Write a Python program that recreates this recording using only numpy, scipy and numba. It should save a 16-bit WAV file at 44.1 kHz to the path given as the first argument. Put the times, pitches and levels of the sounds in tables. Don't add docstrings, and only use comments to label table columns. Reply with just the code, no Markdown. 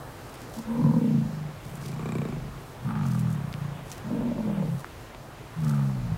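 import sys
import numpy as np
from scipy import signal
from scipy.fft import rfft, irfft
from scipy.io import wavfile
from scipy.ndimage import uniform_filter1d
from numba import njit

SR = 44100
rng = np.random.default_rng(int(sys.argv[2]) if len(sys.argv) > 2 else 0)


def int16_out(signal):
    q = np.round(np.clip(np.atleast_2d(signal).T, -1, 1) * 32767)
    wavfile.write(sys.argv[1], SR, q.astype(np.int16))


N = 272097
TIME = np.arange(N) / SR


def yak():
    # time_s, pulse_rate_hz, roughness (0-1)
    folds_1 = [(.55, 75.05, 0.21), (.77, 74.5, 0.23), (.81, 42.1, 0.29), (.96, 40.92, 0.18),
               (1.06, 30.87, .18), (1.24, 26.73, 0.02), (1.6, 23.48, 0.06)]
    folds_2 = [(1.61, 25.18, 0.53), (1.8, 23.72, 0.5), (1.99, 31.3, 0.082), (2.15, 31.85, 0.081),
               (2.33, 26.1, .2), (2.6, 22.63, 0.54)]
    folds_3 = [(2.8, 52.04, 0.33), (2.93, 63.47, 0.25), (3.0, 49.5, .07), (3.1, 41.3, 0.042),
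               (3.3, 40.34, 0.061), (3.47, 29.13, 0.2), (3.87, 28.17, 0.11)]
    folds_4 = [(4.02, 48.07, 0.51), (4.32, 46.66, .28), (4.82, 32.01, .2)]
    folds_5 = [(5.54, 83.1, 0.12), (5.69, 72.44, 0.048), (5.9, 66.85, .05), (6.0, 61.55, 0.083),
               (6.17, 49.1, .3)]
    # frequency_hz at the crest of the call,
    # width_hz of the first of two passes, relative_level_db
    hum_modes = [(501, 34, 5.5), (963, 116, 8), (4120, 180, -19)]
    snore_modes = [(383, 132, 13), (620, 230, -1.5), (1117, 79, 0.5), (2370, 110, -3), (3760, 200, -16.5),
                   (7700, 800, -21.5)]
    growl_modes = [(566, 230, 0), (882, 150, 4.5), (1185, 190, 5), (4170, 300, -22)]
    rasp_modes = [(321, 51, 1), (503, 39, 0.72), (570, 70, 0.57), (893, 110, 0)]
    # time_s, level_db
    throat_levels = [
        [(0.55, -51), (0.616, -43), (0.664, -61), (0.854, -19.5), (1.066, -32.5), (1.178, -22.5), (1.286, -37),
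         (1.444, -32.5), (1.6, -50)],
        [(1.61, -45), (1.744, -36.5), (1.794, -42), (1.81, -33), (2.108, -34.5), (2.2, -28.5), (2.32, -37.5),
         (2.362, -32.5), (2.6, -46.5)],
        [(2.8, -49), (2.874, -25), (2.912, -35), (3.002, -27), (3.27, -25), (3.536, -36.5), (3.648, -29),
         (3.828, -41.5), (3.87, -50)],
        [(4.02, -46), (4.076, -37.5), (4.206, -36.5), (4.42, -42), (4.51, -33.5), (4.75, -27.5), (4.776, -33),
         (4.808, -51), (4.82, -40)],
        [(5.54, -46), (5.586, -29.5), (5.678, -23.5), (5.762, -23.5), (5.892, -27), (5.928, -31.5),
         (6.032, -31.5), (6.138, -27), (6.17, -37)],
    ]
    # full_s, rise_db_per_s, fall_db_per_s, nose_db, nose_hold_s, mouth_db, mouth_hold_s, lips_db, lips_hold_s
    openings = [(0.832, 44, 96, -23.5, .33, -38.5, 0.23, -41, .1),
                (2.099, 47, 61, -35, .16, -37.5, .15, -46, 0.075),
                (2.878, 450, 34.5, -32.5, 0.29, -53, 0.4, -41.5, .14),
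                (4.132, 150, 104, -28, 0.477, -38, 0.49, -48, 0.49),
                (5.67, 220, 50, -31, 0.14, -47, .02, -44, 0.083)]
    # crest_s, crest_hz, sag_hz_per_s on either side
    arches = [(.85, 235.5, 64.7), (2.06, 233, 55), (2.94, 207.4, 35), (4.26, 236.3, 179.7),
              (5.62, 220.6, 40)]
    # centre_s, half_length_s, dip_db
    catches = [(0.643, 0.019, -16.5), (4.341, 0.006, -10), (4.421, 0.0062, -8), (4.558, 0.011, -8)]

    humming, snore, growl, rasping, moan = zip(throat_levels, openings, arches)
    voice = grunt(folds_1, *humming, hum_modes, throat_hz=149.8, throat_width=18.0, nose_width=24.6,
                  rasp=0.5, air_s=0.02, throat_trim_db=0.7, ragged_db=0.0, glide=0.61)
    voice += grunt(folds_2, *snore, snore_modes, throat_hz=141, throat_width=36, nose_width=80,
                   rasp=0.85, air_s=0.004, throat_trim_db=-0.5, ragged_db=1.1, throat_air=1.67)
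    voice += grunt(folds_3, *growl, growl_modes, throat_hz=131.8, throat_width=39, nose_width=22,
                   rasp=1.0, air_s=0.0096, throat_trim_db=-0.4, ragged_db=3.0)
    voice += grunt(folds_4, *rasping, rasp_modes, throat_hz=151.0, throat_width=22, nose_width=25,
                   rasp=0.75, air_s=0.024, throat_trim_db=0.6, ragged_db=2.5, glide=0.19)
    voice += grunt(folds_5, *moan, growl_modes, throat_hz=130, throat_width=22, nose_width=20,
                   rasp=0.92, air_s=0.0065, throat_trim_db=0.2, ragged_db=3.5)
    return voice * undb(sum(dip_db * bell(s, half_s) for s, half_s, dip_db in catches))


def grunt(folds, effort, opening, nasal, resonances, throat_hz, throat_width, nose_width, rasp, air_s,
          throat_trim_db, ragged_db, glide=0.45, throat_air=0.39):
    # centre_s, half_length_s, pure_tone_share (0-1)
    hum_stretches = [(.75, 0.05, 0.78), (0.956, 0.067, 0.43), (4.284, .07, .55), (4.58, .15, 0.4)]
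    lips_from_hz = 750
    pulse_hz, rough = curves(folds)
    throat_db, = curves(effort)
    full_s, rise, fall, nose_db, nose_hold, mouth_db, mouth_hold, lips_db, lips_hold = opening
    start, end = folds[0][0], folds[-1][0]
    nose_hz = arch(np.clip(TIME, start, end), *nasal)

    clicks = flaps(start, pulse_hz, rough)
    flow = wall(clicks + throat_air * rough * puffs(clicks, decay_s=0.029))
    throat = steady(band(ring(flow, throat_hz, throat_width), 92.4, 189.6, order=4))
    nose = steady(band(ring(flow, nose_hz, nose_width), 162.6, 288, order=2))

    hum_turns = np.cumsum(nose_hz * (1 + .012 * walk(30))) / SR
    hum = np.sqrt(2) * np.sin(2 * np.pi * hum_turns)
    pure = sum(share * bell(s, half_s) for s, half_s, share in hum_stretches if start < s < end)
    pure = np.clip(pure, 0, 1)
    nose = steady(np.sqrt(1 - pure) * nose + np.sqrt(pure) * hum)

    crisp = clicks * undb(ragged_db * noise())
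    airy = wall(crisp + rasp * puffs(crisp, air_s))

    sink = (nose_hz / nose_hz.max()) ** glide
    mouth = lips = 0
    for hz, width, db in resonances:
        mode = undb(db) * ring(ring(airy, hz * sink, width), hz * sink, 3 * width)
        if hz < lips_from_hz:
            mouth = mouth + mode
        else:
            lips = lips + mode

    voice = undb(throat_db + throat_trim_db) * throat
    outlets = [(nose, nose_db, nose_hold),
               (steady(mouth), mouth_db, mouth_hold),
               (steady(lips), lips_db, lips_hold)]
    for outlet, db, hold_s in outlets:
        voice = voice + undb(db) * swell(full_s, rise, hold_s, fall) * outlet
    return voice * np.clip(np.minimum(TIME - start, end + 0.022 - TIME) / 0.04, 0, 1)


def flaps(start, hz, rough, jitter_s=.004, scatter_db=6):
    turns = np.cumsum(hz * (TIME >= start)) / SR
    closings = np.flatnonzero(np.diff(np.floor(turns)))
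    shift, size = rng.standard_normal((600, 2))[:len(closings)].T
    shift_samples = (shift * rough[closings] * jitter_s * SR).astype(int)
    moved = np.clip(closings + shift_samples, 0, N - 1)
    return np.bincount(moved, undb(scatter_db * rough[closings] * size), N)


def puffs(clicks, decay_s):
    gate = signal.lfilter([1], [1, -np.exp(-1 / (decay_s * SR))], clicks + 1e-18)
    return gate * noise() * np.sqrt(2 / (decay_s * SR))


def arch(t, crest_s, top_hz, sag):
    rounding_s = 0.0998
    return top_hz - sag * (np.hypot(t - crest_s, rounding_s) - rounding_s)


def swell(full_s, rise, hold_s, fall):
    before = np.maximum(full_s - TIME, 0)
    after = np.maximum(TIME - full_s - hold_s, 0)
    return undb(-abs(rise) * before - abs(fall) * after)


def wall(x):
    delay_s, echo_db, echo_top_hz = .013, -7.5, 595
    late = np.interp(TIME - delay_s, TIME, x, left=0)
    return x + undb(echo_db) * signal.lfilter(*signal.butter(1, echo_top_hz, fs=SR), late)


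def enclosure(x, t60_s=0.28, wet_db=-16):
    t = TIME[:SR // 2]
    scatter = rng.standard_normal(len(t)) * undb(-60 * t / t60_s) * (t > .006)
    tail = band(scatter / np.linalg.norm(scatter), 76, 4000, order=1)
    return x + undb(wet_db) * signal.fftconvolve(x, tail)[:N]


def ticks(decay_s=0.00055, grit=0.3):
    # start_s, peak_db before reverberation, centre_hz, width_hz of the first of two passes
    tick_list = [(3.528, -28.5, 3306, 3360), (3.540, -24, 2200, 2490), (3.906, -33, 7500, 5000),
                 (3.917, -22, 5350, 3970), (4.845, -21.5, 1140, 790), (5.148, -31, 1000, 700)]
    out = 0
    for s, db, hz, width in tick_list:
        snap = np.bincount([int(s * SR)], minlength=N)
        scrape = grit * noise() * (TIME >= s) * np.exp(-np.abs(TIME - s) / decay_s)
        crack = ring(ring(snap + scrape, hz, width), hz, 2 * width)
        out = out + undb(db) * crack / np.abs(crack).max()
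    return out


def rustles(grain_db=4.5):
    # centre_s, level_db (rms at the crest), half_length_s, low_edge_hz
    rustle_list = [(0.376, -56.5, 0.14, 3970), (0.586, -50.5, 0.031, 4040), (1.677, -56, 0.035, 3520),
                   (1.758, -56, 0.019, 7000), (1.868, -47.5, 0.046, 3160), (3.115, -50.5, 0.054, 4500),
                   (3.205, -53, 0.018, 7000), (3.314, -56, .03, 7000), (3.931, -47, 0.04, 2940),
                   (4.799, -51, 0.012, 4000), (5.683, -51, 0.054, 4015)]
    top_hz = 7600
    hiss = noise() * undb(grain_db * walk(300))
    out = 0
    for s, db, half_s, low_hz in rustle_list:
        dry_hiss = band(band(hiss, low_hz, 30000), 1000, top_hz, order=1)
        out = out + unit(dry_hiss) * undb(db) * bell(s, half_s)
    return out


def outdoors(flicker_db=1.1, swell_db=0.31):
    # frequency_hz, relative_density_db (per Hz)
    air_colour = [(20, -20), (45, -2.5), (75, -10.5), (100, 0.5), (135, 2), (190, -12.5), (233, -7.5),
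                  (290, -9), (750, -11), (1130, -13.5), (2100, -20.5), (5000, -30), (10000, -34),
                  (15500, -36.5)]
    # centre_s, half_length_s, level_db of the gain added to the floor
    rumble_swells = [(2.46, .08, -40.5), (4.4, .2, -53), (6.077, 0.11, -39.5)]
    air_db, rumble_floor_db = -42, -56
    hz, db = np.transpose(air_colour)
    bins_hz = np.fft.rfftfreq(N, 1 / SR) + 1
    colour = undb(np.interp(np.log(bins_hz), np.log(hz), db))
    octave = np.clip(np.log2(bins_hz / 60).astype(int), 0, 7)
    spectrum = rfft(noise()) * colour
    air = 0
    for k in np.unique(octave):
        air = air + irfft(spectrum * (octave == k), N) * undb(flicker_db * walk(12))
    surge = undb(rumble_floor_db)
    surge = surge + sum(undb(peak_db) * bell(s, half_s) for s, half_s, peak_db in rumble_swells)
    rumble = unit(band(noise(), 31.6, 59.0, order=2)) * surge
    return unit(air) * undb(air_db + swell_db * walk(1.67)) + rumble


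def undb(db):
    return 10 ** (np.asarray(db) / 20)


def curves(table):
    s, *columns = np.transpose(table)
    return [np.interp(TIME, s, c) for c in columns]


def bell(s, half_s):
    return np.exp(-((TIME - s) / half_s) ** 2 / 2)


def noise():
    return rng.standard_normal(N)


def walk(rate):
    k = int(SR / rate)
    steps = np.repeat(rng.standard_normal(N // k + 1), k)
    return unit(uniform_filter1d(uniform_filter1d(steps, k), k)[:N])


def unit(x):
    return x / np.std(x)


def steady(x):
    power = uniform_filter1d(uniform_filter1d(x * x, size=3000), size=2200)
    return x / np.sqrt(np.abs(power) + 1e-4 * np.mean(x * x))


def band(x, low_hz, high_hz, order=2):
    edges = [low_hz, min(high_hz, SR / 2 - 1)]
    return signal.sosfilt(signal.butter(order, edges, "band", fs=SR, output="sos"), x + 1e-18)


def ring(x, hz, width):
    return svf(x, hz * np.ones(N), float(width))


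@njit
def svf(x, hz, width):
    y, b, l = np.empty(len(x)), 0., 0.
    for i in range(len(x)):
        g, k = np.tan(np.pi * hz[i] / SR), width / hz[i]
        v = (b + g * (x[i] + 1e-18 - l)) / (1 + g * (g + k))
        b, l, y[i] = 2 * v - b, l + 2 * g * v, k * v
    return y


def scene():
    return (enclosure(yak() + ticks()) + rustles() + outdoors())[None]


def record(dry):
    top_hz = 15750
    return signal.sosfilt(signal.ellip(10, .2, 80, top_hz, fs=SR, output="sos"), dry)


dry = scene()
out = record(dry)
int16_out(out)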